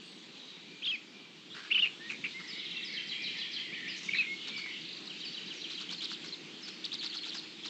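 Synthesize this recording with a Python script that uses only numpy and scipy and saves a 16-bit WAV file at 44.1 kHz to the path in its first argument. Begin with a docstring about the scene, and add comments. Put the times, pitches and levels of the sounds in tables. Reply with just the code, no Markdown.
"""Heron chicks in the reeds

Heron chicks beg in a nest: squeals that break into creaks, then quick raspy twitters, while a
parent brushes the reeds. Songbirds slur and whistle farther off, their notes smeared by the trees.
Under it all lie the haze of a distant chorus and a low rumble with a faint hum."""
import sys
import numpy as np
from scipy import signal
from scipy.fft import rfft, irfft, next_fast_len
from scipy.io import wavfile
from scipy.ndimage import uniform_filter1d, map_coordinates

SR = 44100
rng = np.random.default_rng(int(sys.argv[2]) if len(sys.argv) > 2 else 0)


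def dump_mix(stems):
    """Bounce the given channels to the path in sys.argv[1] as a 16-bit WAV at rate SR."""
    frames = np.atleast_2d(stems).T  # one column per channel
    limited = np.clip(frames, -1, 1)  # hard clip at full scale
    pcm = np.round(limited * 32767).astype(np.int16)
    wavfile.write(sys.argv[1], SR, pcm)


N = 339129
T = np.arange(N) / SR


def amp(db):
    """Turn decibels into a number to multiply by."""
    return 10 ** (np.asarray(db) / 20)


def unit(x):
    """Scale a signal so that its typical size (rms) is 1."""
    return x / np.sqrt(np.mean(x ** 2) + 1e-20)


def clock(length):
    """The time of each sample in a sound this many seconds long."""
    return np.arange(max(int(length * SR), 16)) / SR


def add(track, start, x):
    """Mix x into the track, beginning at start seconds."""
    i = int(np.clip(round(start * SR), 0, N))
    track[i:i + len(x)] += x[:N - i]


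def wobble(t, rate):
    """A smooth random curve that heads for a new value rate times a second."""
    return map_coordinates(rng.standard_normal(int(t[-1] * rate) + 4), [t * rate])


def soft_ends(t, share):
    """Fade in and out; the two fades together take this share of the sound."""
    return signal.windows.tukey(len(t), share)


def phase_of(hz):
    """The running angle of a wave that follows this pitch."""
    return 2 * np.pi * np.cumsum(hz) / SR


def pulses(rate):
    """A 1 each time a cycle ends and 0 in between; rate is in cycles a second."""
    return np.diff(np.floor(np.cumsum(rate) / SR), prepend=-1)


def filtered(x, gain):
    """Turn each frequency in x up or down by gain(hz)."""
    size = next_fast_len(N + 8192)
    return irfft(rfft(x, size) * gain(np.fft.rfftfreq(size, 1 / SR)), size)[:N]


def coloured(x, spectrum):
    """Shape the tone of x with (f/Hz, level/dB) points; white noise keeps its power."""
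    freqs, db = np.transpose(spectrum)
    return filtered(x, lambda hz: unit(amp(np.interp(np.log(hz + 1), np.log(freqs), db))))


def patchy_noise(depth_db):
    """Noise whose loudness drifts in patches of time and pitch."""
    spectra = signal.stft(rng.standard_normal(N), nperseg=1024)[2]
    patches = uniform_filter1d(rng.standard_normal(spectra.shape), size=16, axis=0)
    patches = uniform_filter1d(patches, size=6, axis=1)
    return unit(signal.istft(spectra * amp(depth_db * unit(patches)), nperseg=1024)[1][:N])


def echo(x, decay_s):
    """Plants scatter the sound into a blur that builds up, then falls 60 dB in decay_s."""
    t = clock(0.89)
    tail = rng.standard_normal(len(t)) * amp(-60 * t / decay_s) * (1 - np.exp(-t / .012))
    return signal.fftconvolve(x, tail / np.linalg.norm(tail))[:N]


def contour(points):
    """Join (t/s, f/Hz, level/dB) points into time, pitch and gain for every sample."""
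    times, hz, db = np.transpose(points)
    t = clock(times[-1] - times[0])
    pitch = uniform_filter1d(np.interp(t + times[0], times, hz), size=120)
    gain = amp(np.interp(t + times[0], times, db)) * soft_ends(t, .03)
    return t, pitch, gain


def run(first, spacing, count):
    """Start times of evenly repeated notes."""
    return first + spacing * np.arange(round(count))


def repeated(shape, calls, waver):
    """One learnt bit of song, with slightly different pitch and stresses each time."""
    out = np.zeros(N)
    t, hz, gain = contour(shape)
    for start, db in calls:
        pitch = hz * (1 + waver * (rng.standard_normal() / 2 + wobble(t, 702)))
        add(out, start, amp(db + 1.3 * wobble(t, 121)) * gain * np.sin(phase_of(pitch)))
    return out


def glides(notes, waver, flutter_db, arch=0):
    """Whistles that slide in pitch; waver and the mid-note arch are shares of that pitch."""
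    out = np.zeros(N)
    for start, length, first_hz, last_hz, db in notes:
        t = clock(length)
        slide = 1 / np.linspace(1 / first_hz, 1 / last_hz, len(t))  # fastest where highest
        pitch = slide * (1 + arch * np.sin(np.pi * t / length) + waver * wobble(t, 260))
        gain = amp(db + flutter_db * wobble(t, 90)) * soft_ends(t, .6)
        add(out, start, gain * np.sin(phase_of(pitch)))
    return out


RUMBLE_LEVELS = [(0, -57), (1.3, -57.5), (1.9, -54.5), (7.69, -54.5)]  # how loud the rumble is: t/s, level/dB
RUMBLE_COLOUR = [(25, -47), (90, -39), (125, -11), (180, 1), (400, -3.5), (600, -15.5), (1400, -14.5),
                 (8000, -33.5)]  # its mix of low and high: f/Hz, relative level/dB
HUM_TONES = [(312, -60.5), (339, -63.5)]  # the hum's two tones: f/Hz, level/dB before the swell
def rumble():
    """A far, low rumble with a wavering hum that slowly swells."""
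    level = amp(np.interp(T, *np.transpose(RUMBLE_LEVELS)))
    noise = level * coloured(patchy_noise(depth_db=1.5), RUMBLE_COLOUR)
    hum = np.zeros(N)
    for hz, db in HUM_TONES:
        gain = amp(db + 0.79 * wobble(T, 14))
        hum += gain * np.sin(phase_of(hz * (1 + 0.00388 * wobble(T, 6))))
    swell = amp(np.interp(T, [1.5, 6], [-7, 3]))
    return noise + swell * hum


CHORUS_LEVELS = [(.7, -45.5), (1.3, -48.5), (2.3, -41), (2.9, -43), (6, -40), (6.5, -42.5)]  # how busy the distant birds are: t/s, relative level/dB
CHORUS_COLOUR = [(900, -26.5), (1850, -2), (2400, 4), (3300, 6.5), (4500, 3), (5250, -5.5), (7600, -12),
                 (8600, -48)]  # their mix of low and high: f/Hz, relative level/dB
def chorus():
    """The birds of the marsh, so far away that they blur into a haze of noise."""
    level = amp(np.interp(T, *np.transpose(CHORUS_LEVELS)) - 7.5)
    return level * coloured(patchy_noise(depth_db=2), CHORUS_COLOUR)


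def chatter(span_s, count, pitch_hz, spread, length_s, level_db):
    """Small notes from many bills, mostly sliding down, as loud as the chorus is busy."""
    starts = rng.uniform(*span_s, count)
    height, slide, stretch, stress = rng.standard_normal((count, 4)).T
    first_hz = pitch_hz * np.exp(spread * height)
    last_hz = first_hz * np.exp(spread * (slide / 2 - 1.5))
    db = np.interp(starts, *np.transpose(CHORUS_LEVELS)) + level_db + stress - 2 * height ** 2
    notes = zip(starts, length_s * amp(stretch), first_hz, last_hz, db)
    return glides(notes, waver=0.032, flutter_db=5.5)


# Long, distant notes: t/s, length/s, first f/Hz, last f/Hz, relative level/dB
FAR_NOTES = [(.33, 0.27, 3910, 3780, -51.5), (.6, 0.23, 2450, 2420, -56), (1.06, 0.22, 2410, 2350, -56),
             (3.09, 0.16, 2326, 2460, -40), (3.7, 0.19, 1940, 1734, -47), (4.41, 0.32, 2620, 1957, -41)]
THIN_WHISTLE = [(0, 0.1, 8270, 7850, -64)]  # one very high note, same columns
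def far_whistles():
    """Birds far off hold notes that slide gently."""
    held = glides(FAR_NOTES, waver=.03, flutter_db=2)
    return held + glides(THIN_WHISTLE, waver=.0075, flutter_db=2)


TSEEW_SHAPE = [(0, 6420, -15), (.014, 5026, -1), (.033, 4974, -0.5), (.046, 4430, -3), (.085, 4140, -9.5)]  # one call: t/s from its start, f/Hz, relative level/dB
TSEEW_CALLS = [(2.472, -41.5), (2.839, -41.5), (3.877, -41.5), (6.619, -42), (7.337, -41.5)]  # each time it is sung: t/s, relative level/dB
def tseews():
    """A songbird's high "tseew", falling in two steps."""
    return repeated(TSEEW_SHAPE, TSEEW_CALLS, waver=0.02)


HOOK_NOTES = [(4.558, 4340, -40), (5.243, 4380, -39), (5.553, 5500, -51)]  # notes that drop and level out: t/s, held f/Hz, relative level/dB
def hooks(length_s=0.052, drop_hz=1565, settle_s=0.011):
    """Each whistle starts high and drops quickly onto its held note."""
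    out, t = np.zeros(N), clock(length_s)
    for start, held_hz, db in HOOK_NOTES:
        pitch = held_hz + drop_hz * np.exp(-t / settle_s)
        add(out, start, amp(db) * np.sin(phase_of(pitch)) * soft_ends(t, .5))
    return out


SCRATCHES = [(3.956, .048, -50.5), (4.019, 0.069, -51.5)]  # scratchy bits of song: t/s, length/s, relative level/dB
def scratches(band_hz=(5200, 6600)):
    """Brief, soft swells of high, grainy noise."""
    out = np.zeros(N)
    band = signal.butter(2, band_hz, "bandpass", fs=SR, output="sos")
    for start, length, db in SCRATCHES:
        t = clock(length)
        grains = unit(signal.sosfilt(band, rng.standard_normal(len(t))) * amp(2 * wobble(t, 260)))
        add(out, start, amp(db) * grains * soft_ends(t, .5))
    return out


# A faint flick up, a quick arch and a fall: t/s from its start, f/Hz, relative level/dB
SYLLABLE_SHAPE = [(0, 4600, -5), (.009, 6200, -19), (.012, 3500, -11), (.018, 4950, -4), (.025, 3800, 2.5),
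                  (.032, 4150, -2), (.039, 3600, -20), (.048, 3250, 2), (.06, 2980, 2), (.078, 2300, -11)]
# Its runs: first t/s, spacing/s, count, level/dB, echo level/dB relative to the song
SYLLABLE_RUNS = [(2.923, .1485, 5, -37.5, -2), (5.053, .1355, 6, -40.5, -10)]
def syllables():
    """A second songbird repeats one syllable, blurred by quick echoes off the reeds."""
    out = np.zeros(N)
    for first, spacing, count, db, echo_db in SYLLABLE_RUNS:
        calls = [(start, db) for start in run(first, spacing, count)]
        song = repeated(SYLLABLE_SHAPE, calls, waver=.027)
        out += song + amp(echo_db) * echo(song, decay_s=.16)
    return out


# Runs of falling notes: first t/s, spacing/s, count, length/s, first f/Hz, level/dB
FALLING_RUNS = [(2.589, .058, 5, .028, 4500, -39.5), (4.809, .039, 5, .016, 5100, -41),
                (6.277, 0, 1, .021, 5900, -41)]
RISE_TIMES = [3.715, 3.86]  # two rising notes: t/s
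def slurs(rise_s=.055, rise_hz=(2030, 3550), rise_db=-39):
    """Quick sliding notes: most fall by a third of their pitch, two husky ones rise."""
    falls = [(start, length, hz, hz * 2 / 3, db)
             for first, spacing, count, length, hz, db in FALLING_RUNS
             for start in run(first, spacing, count)]
    rises = [(start, rise_s, *rise_hz, rise_db) for start in RISE_TIMES]
    return glides(falls, waver=.02, flutter_db=2) + glides(rises, waver=.05, flutter_db=2)


FLUTE_NOTES = [(1.98, .13, 1714, 1886, -47), (2.33, 0.087, 1990, 2130, -41.5),
               (2.748, 0.073, 2676, 2594, -38.5), (3.63, 0.082, 2120, 1867, -46),
               (4.25, 0.12, 2069, 2142, -35.5)]  # low, clear notes: t/s, length/s, first f/Hz, last f/Hz, level/dB
def fluting():
    """A nearer bird whistles, lifting each note a little in the middle."""
    return glides(FLUTE_NOTES, waver=.008, flutter_db=1, arch=.03)


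def songbirds():
    """The farther the singer, the more of its song arrives as a blurred echo."""
    high = tseews() + hooks() + scratches()
    near = syllables() + slurs()
    low = fluting()
    far = far_whistles()
    chips = chatter(span_s=(2.5, 4.9), count=260, pitch_hz=3800, spread=.2, length_s=.015, level_db=-3)
    warble = chatter(span_s=(2.35, 4), count=110, pitch_hz=2230, spread=.08, length_s=.05, level_db=-9)
    direct = near + low + amp(-1.5) * high + amp(-9) * (far + chips)
    near_echo = amp(-3) * echo(near + high + low / 2 + chips, decay_s=0.6)
    far_echo = echo(far + warble, decay_s=0.7)
    return direct + near_echo + far_echo


PEEPS = [(5.972, 4530, -42), (6.318, 4170, -38), (6.981, 4550, -37.5), (7.091, 4560, -39),
         (7.203, 4500, -40.5)]  # high peeps: t/s, first f/Hz, level/dB
def peeps(length_s=0.035, end_ratio=0.88):
    """Thin, short peeps that fall slightly, probably a songbird, heard between the begging calls."""
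    notes = [(start, length_s, hz, hz * end_ratio, db) for start, hz, db in PEEPS]
    return glides(notes, waver=0.039, flutter_db=1.5)


RUSTLES = [(1.545, 0.16, -47), (2.399, 0.025, -46.5), (4.661, 0.0059, -42.5), (7.351, 0.0026, -42)]  # brushes and taps on the reeds: t/s, length/s, level/dB
def rustles():
    """The parent shifts against the reeds, making soft scuffs that fade."""
    out = np.zeros(N)
    for start, length, db in RUSTLES:
        t = clock(length)
        gain = amp(db + 2.2 * wobble(t, 200)) * np.sqrt(1 - t / length)
        add(out, start, gain * rng.standard_normal(len(t)))
    return coloured(out, [(600, -24), (1600, 3.5), (2200, -5), (4500, -4.5), (8000, -28.5)])


def throat(x, band_hz=(1100, 4500)):
    """A chick's throat lets one broad band of frequencies through."""
    return signal.sosfilt(signal.butter(4, band_hz, "bandpass", fs=SR, output="sos"), x)


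CRACK_TIMES = [.8575, .8715, .917, 1.504, 1.75]  # moments when the voice cracks: t/s
def chick_voice(start, t, hz, overtone_db, side_db, crack_drop=.19, recover_s=.0035):
    """A raspy tone that cracks now and then: its pitch drops at once and slides back."""
    now = start + t
    crack = sum((now >= at) * np.exp(-np.abs(now - at) / recover_s) for at in CRACK_TIMES)
    crack = uniform_filter1d(crack, size=60)
    phase = phase_of(hz * (1 - crack_drop * crack + .01 * wobble(t, 900)))
    # A slower beat of the voice's membrane, every fourth cycle, adds side tones.
    side_tones = np.sin(phase * 5 / 4) + .5 * np.sin(phase * 3 / 2) + .5 * np.sin(phase * 3 / 4)
    side_tones *= amp(side_db + 3 * wobble(t, 50))
    # The throat passes the overtone only on low notes.
    overtone = amp(overtone_db) * (2500 / hz) ** 6 * np.sin(2 * phase)
    rasp = amp(-19) * throat(rng.standard_normal(len(t)))
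    return (1 - crack / 2) * np.sin(phase) + overtone + side_tones + rasp


PLEA_PITCH = [(0.82, 2536), (0.832, 3000), (0.849, 3646), (0.878, 3227), (0.904, 3280), (0.925, 2690),
              (0.947, 2460), (0.968, 1920)]  # the arching tune of a chick's long cry: t/s, f/Hz
def plea(peak_db=-28, peak_s=0.053, swell_db_per_s=234, sink_db_per_s=63, release_s=0.018):
    """One long cry that swells and quavers on the way up, then sinks smoothly."""
    quaver_s, quaver_hz, quaver_depth = 0.06, 62.2, 0.092
    out, start = np.zeros(N), PLEA_PITCH[0][0]
    t, hz, gain = contour([(at, hz, peak_db) for at, hz in PLEA_PITCH])
    fade_db = np.maximum(swell_db_per_s * (peak_s - t), sink_db_per_s * (t - peak_s))
    gain *= amp(-fade_db) * np.minimum((t[-1] - t) / release_s, 1)
    quaver = 2 * np.abs(np.sin(np.pi * quaver_hz * (t - .0055))) - 1.3
    quaver *= np.clip((quaver_s - t) / .003, 0, 1)
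    pitch = hz * (1 + quaver_depth * quaver)
    add(out, start, gain * chick_voice(start, t, pitch, overtone_db=-20, side_db=-20))
    return out


# Short squeals: t/s, length/s, first f/Hz, last f/Hz, leap up or down/Hz, level/dB
SQUEALS = [(1.497, .05, 3500, 3900, -430, -33), (1.712, .060, 2850, 3080, 600, -21.2),
           (1.788, .060, 3200, 2830, 580, -21), (4.086, .012, 2200, 2400, 0, -25),
           (4.132, .009, 2280, 2550, 0, -22.5), (4.181, .036, 2620, 2540, 0, -24)]
def squeals(throat_hz=3160, thinning_db=13, attack_s=.006, release_s=.003):
    """Short cries, some leaping midway, that thin out above the pitch at which the throat rings."""
    leap_at_s, leap_width_s = .0255, .0072
    sag_share, sag_s = .11, .004  # the pitch gives way as a squeal ends
    out = np.zeros(N)
    for start, length, first_hz, last_hz, leap_hz, db in SQUEALS:
        t = clock(length)
        from_leap = (t - leap_at_s) / leap_width_s
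        leap = (1 - .5 * from_leap ** 2) * np.exp(-(from_leap / 2) ** 4)  # a peak between two dips
        hz = np.linspace(first_hz, last_hz, len(t)) + leap_hz * leap
        hz *= 1 - sag_share * np.exp((t - t[-1]) / sag_s)
        above_throat = 1 / (1 + np.exp((throat_hz - hz) / 70))
        fades = np.minimum(np.minimum(t / attack_s, (t[-1] - t) / release_s), 1)
        gain = amp(db - thinning_db * above_throat) * fades
        add(out, start, gain * chick_voice(start, t, hz, overtone_db=-32, side_db=-26))
    return out


# Creaks: t/s, length/s, first pulse rate/Hz, throat f/Hz, starting level/dB
CREAKS = [(1.702, .012, 360, 2500, -34), (1.709, 0.005, 310, 2520, -24), (1.774, 0.023, 380, 2690, -20.5),
          (1.846, 0.03, 266, 2700, -22), (2.096, 0.028, 260, 2540, -28), (2.13, 0.029, 163, 2370, -34),
          (2.239, 0.032, 380, 2430, -26), (4.106, 0.03, 230, 2800, -31), (4.142, 0.04, 430, 2288, -27),
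          (4.144, 0.019, 200, 3906, -28), (4.167, 0.06, 380, 4010, -27.5), (4.217, 0.059, 300, 2430, -27.5)]
def creaks(snap_db=-11, ring_s=.0009, end_rate_ratio=0.7, fade_db_per_s=246):
    """The voice breaks into slowing, fading pulses, each a snap that briefly rings the throat."""
    out, t = np.zeros(N), clock(0.014)
    ring = t / ring_s * np.exp(1 - t / ring_s)
    for start, length, rate, hz, db in CREAKS:
        slowing_rate = np.linspace(rate, rate * end_rate_ratio, len(clock(length)))
        for at in np.flatnonzero(pulses(slowing_rate)) / SR:
            late, stress_db, detune = rng.standard_normal(3)
            tone = ring * np.sin(2 * np.pi * hz * (1 + .05 * detune) * t)
            snap = amp(snap_db) * ring ** 2 * rng.standard_normal(len(t))
            gain = amp(db - fade_db_per_s * at + stress_db) * (1 if at else .5)  # softer first pulse
            add(out, start + at + late / rate / 7, gain * (tone + snap))
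    return throat(out)


# Begging calls: middle t/s, length/s, relative twitter level/dB, relative rasp level/dB
BEGGING_CALLS = [(2.115, 0.047, -52, -44.5), (4.486, 0.037, -31, -46.5), (4.59, .05, -52, -46),
                 (5.542, 0.035, -48, -50), (5.718, 0.044, -31, -50.5), (5.815, 0.054, -32, -48),
                 (5.921, 0.072, -28, -43.5), (6.035, 0.063, -25, -47.5), (6.12, 0.071, -29.5, -45),
                 (6.254, 0.084, -35, -46.5), (6.689, 0.039, -34, -49), (6.853, 0.028, -24, -60),
                 (6.938, 0.05, -25.5, -49.5), (7.045, 0.079, -25.5, -44), (7.158, 0.085, -26.5, -45.5),
                 (7.27, 0.094, -27, -44), (7.358, 0.098, -29.5, -42), (7.662, 0.061, -29, -46)]
def twitters(crest_hz=4257, arch=0.35, warble_hz=96.16, warble_depth=0.098, jitter=.046):
    """Each twitter arches in pitch while a fast, uneven warble cuts it into hoarse little chips."""
    clear_s, fall_s, break_db_per_s = 0.029, .021, 903
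    edge_db, throb_db, overtone_db, hoarse_db = 3, 4, -19, -15
    out = np.zeros(N)
    for middle, length, db, _ in BEGGING_CALLS:
        t = clock(length)
        crest = max(length - fall_s, length / 2)
        edge = np.maximum((crest - t) / crest, (t - crest) / (length - crest))  # 0 at crest, 1 at ends
        beat = phase_of(warble_hz * amp(2.04 * wobble(t, 59.6)))
        chip = 2 * np.abs(np.cos((beat - np.interp(crest, t, beat)) / 2)) - 1  # one chip tops the arch
        phase = phase_of(crest_hz * (1 - arch * edge + warble_depth * chip + jitter * wobble(t, 1800)))
        # Long calls start clear, then lose their voice before the crest; the hoarse noise carries on.
        broken_db = break_db_per_s * np.maximum(np.minimum(t - clear_s, crest - .5 / warble_hz - t), 0)
        voice_db = db - broken_db - edge_db * edge + throb_db * (chip - 3) + 2 * wobble(t, 500)
        overtone = amp(overtone_db) * edge * np.sin(2 * phase)
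        voice = amp(voice_db) * soft_ends(t, .2) * (np.sin(phase) + overtone)
        hoarse = amp(db + hoarse_db + 2 * chip) * np.sin(np.pi * t / length) * wobble(t, 2400)
        add(out, middle - length / 2, voice + hoarse * np.sin(phase))
    return out


RASP_COLOUR = [(300, -24), (800, -4.5), (1450, 4.5), (2000, -2.5), (3000, 4), (4500, -4), (5600, -0.5),
               (7500, -8), (8600, -32.5)]  # the rasp's mix of low and high: f/Hz, relative level/dB
def rasps(length_s=0.044, puffs_per_s=400, puff_s=0.0011, level_db=-1.5):
    """The hoarse, clicking part of each begging call: uneven puffs of noise through the open bill."""
    breath, t = np.zeros(N), clock(length_s)
    swell = np.sin(np.pi * (t / length_s) ** 0.59)
    for middle, _, _, db in BEGGING_CALLS:
        clicks = pulses(puffs_per_s * amp(3 * wobble(t, 300))) * amp(3.5 * rng.standard_normal(len(t)))
        puffs = unit(signal.lfilter([1], [1, -np.exp(-1 / (puff_s * SR))], clicks))
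        add(breath, middle - 0.38 * length_s, amp(db + level_db) * puffs * swell)
    return coloured(breath * rng.standard_normal(N), RASP_COLOUR)


def scene():
    """The close sounds with a short echo off the reeds, and the marsh behind."""
    close = plea() + squeals() + creaks() + twitters() + peeps() + rasps() + rustles()
    reeds = amp(-13.5) * echo(close, decay_s=.25)
    return (close + reeds + songbirds() + chorus() + rumble())[None]


def record(dry, top_hz=8550, hiss_db=-86.5, hiss_top_hz=15500):
    """Cut off the highest treble and add a faint, steady hiss that reaches higher."""
    sound = filtered(dry[0], lambda hz: 1 / np.sqrt(1 + (hz / top_hz) ** 120))
    hiss = amp(hiss_db) * rng.standard_normal(N)
    return filtered(sound + hiss, lambda hz: hz < hiss_top_hz)[None]


dry = scene()
out = record(dry)
dump_mix(out)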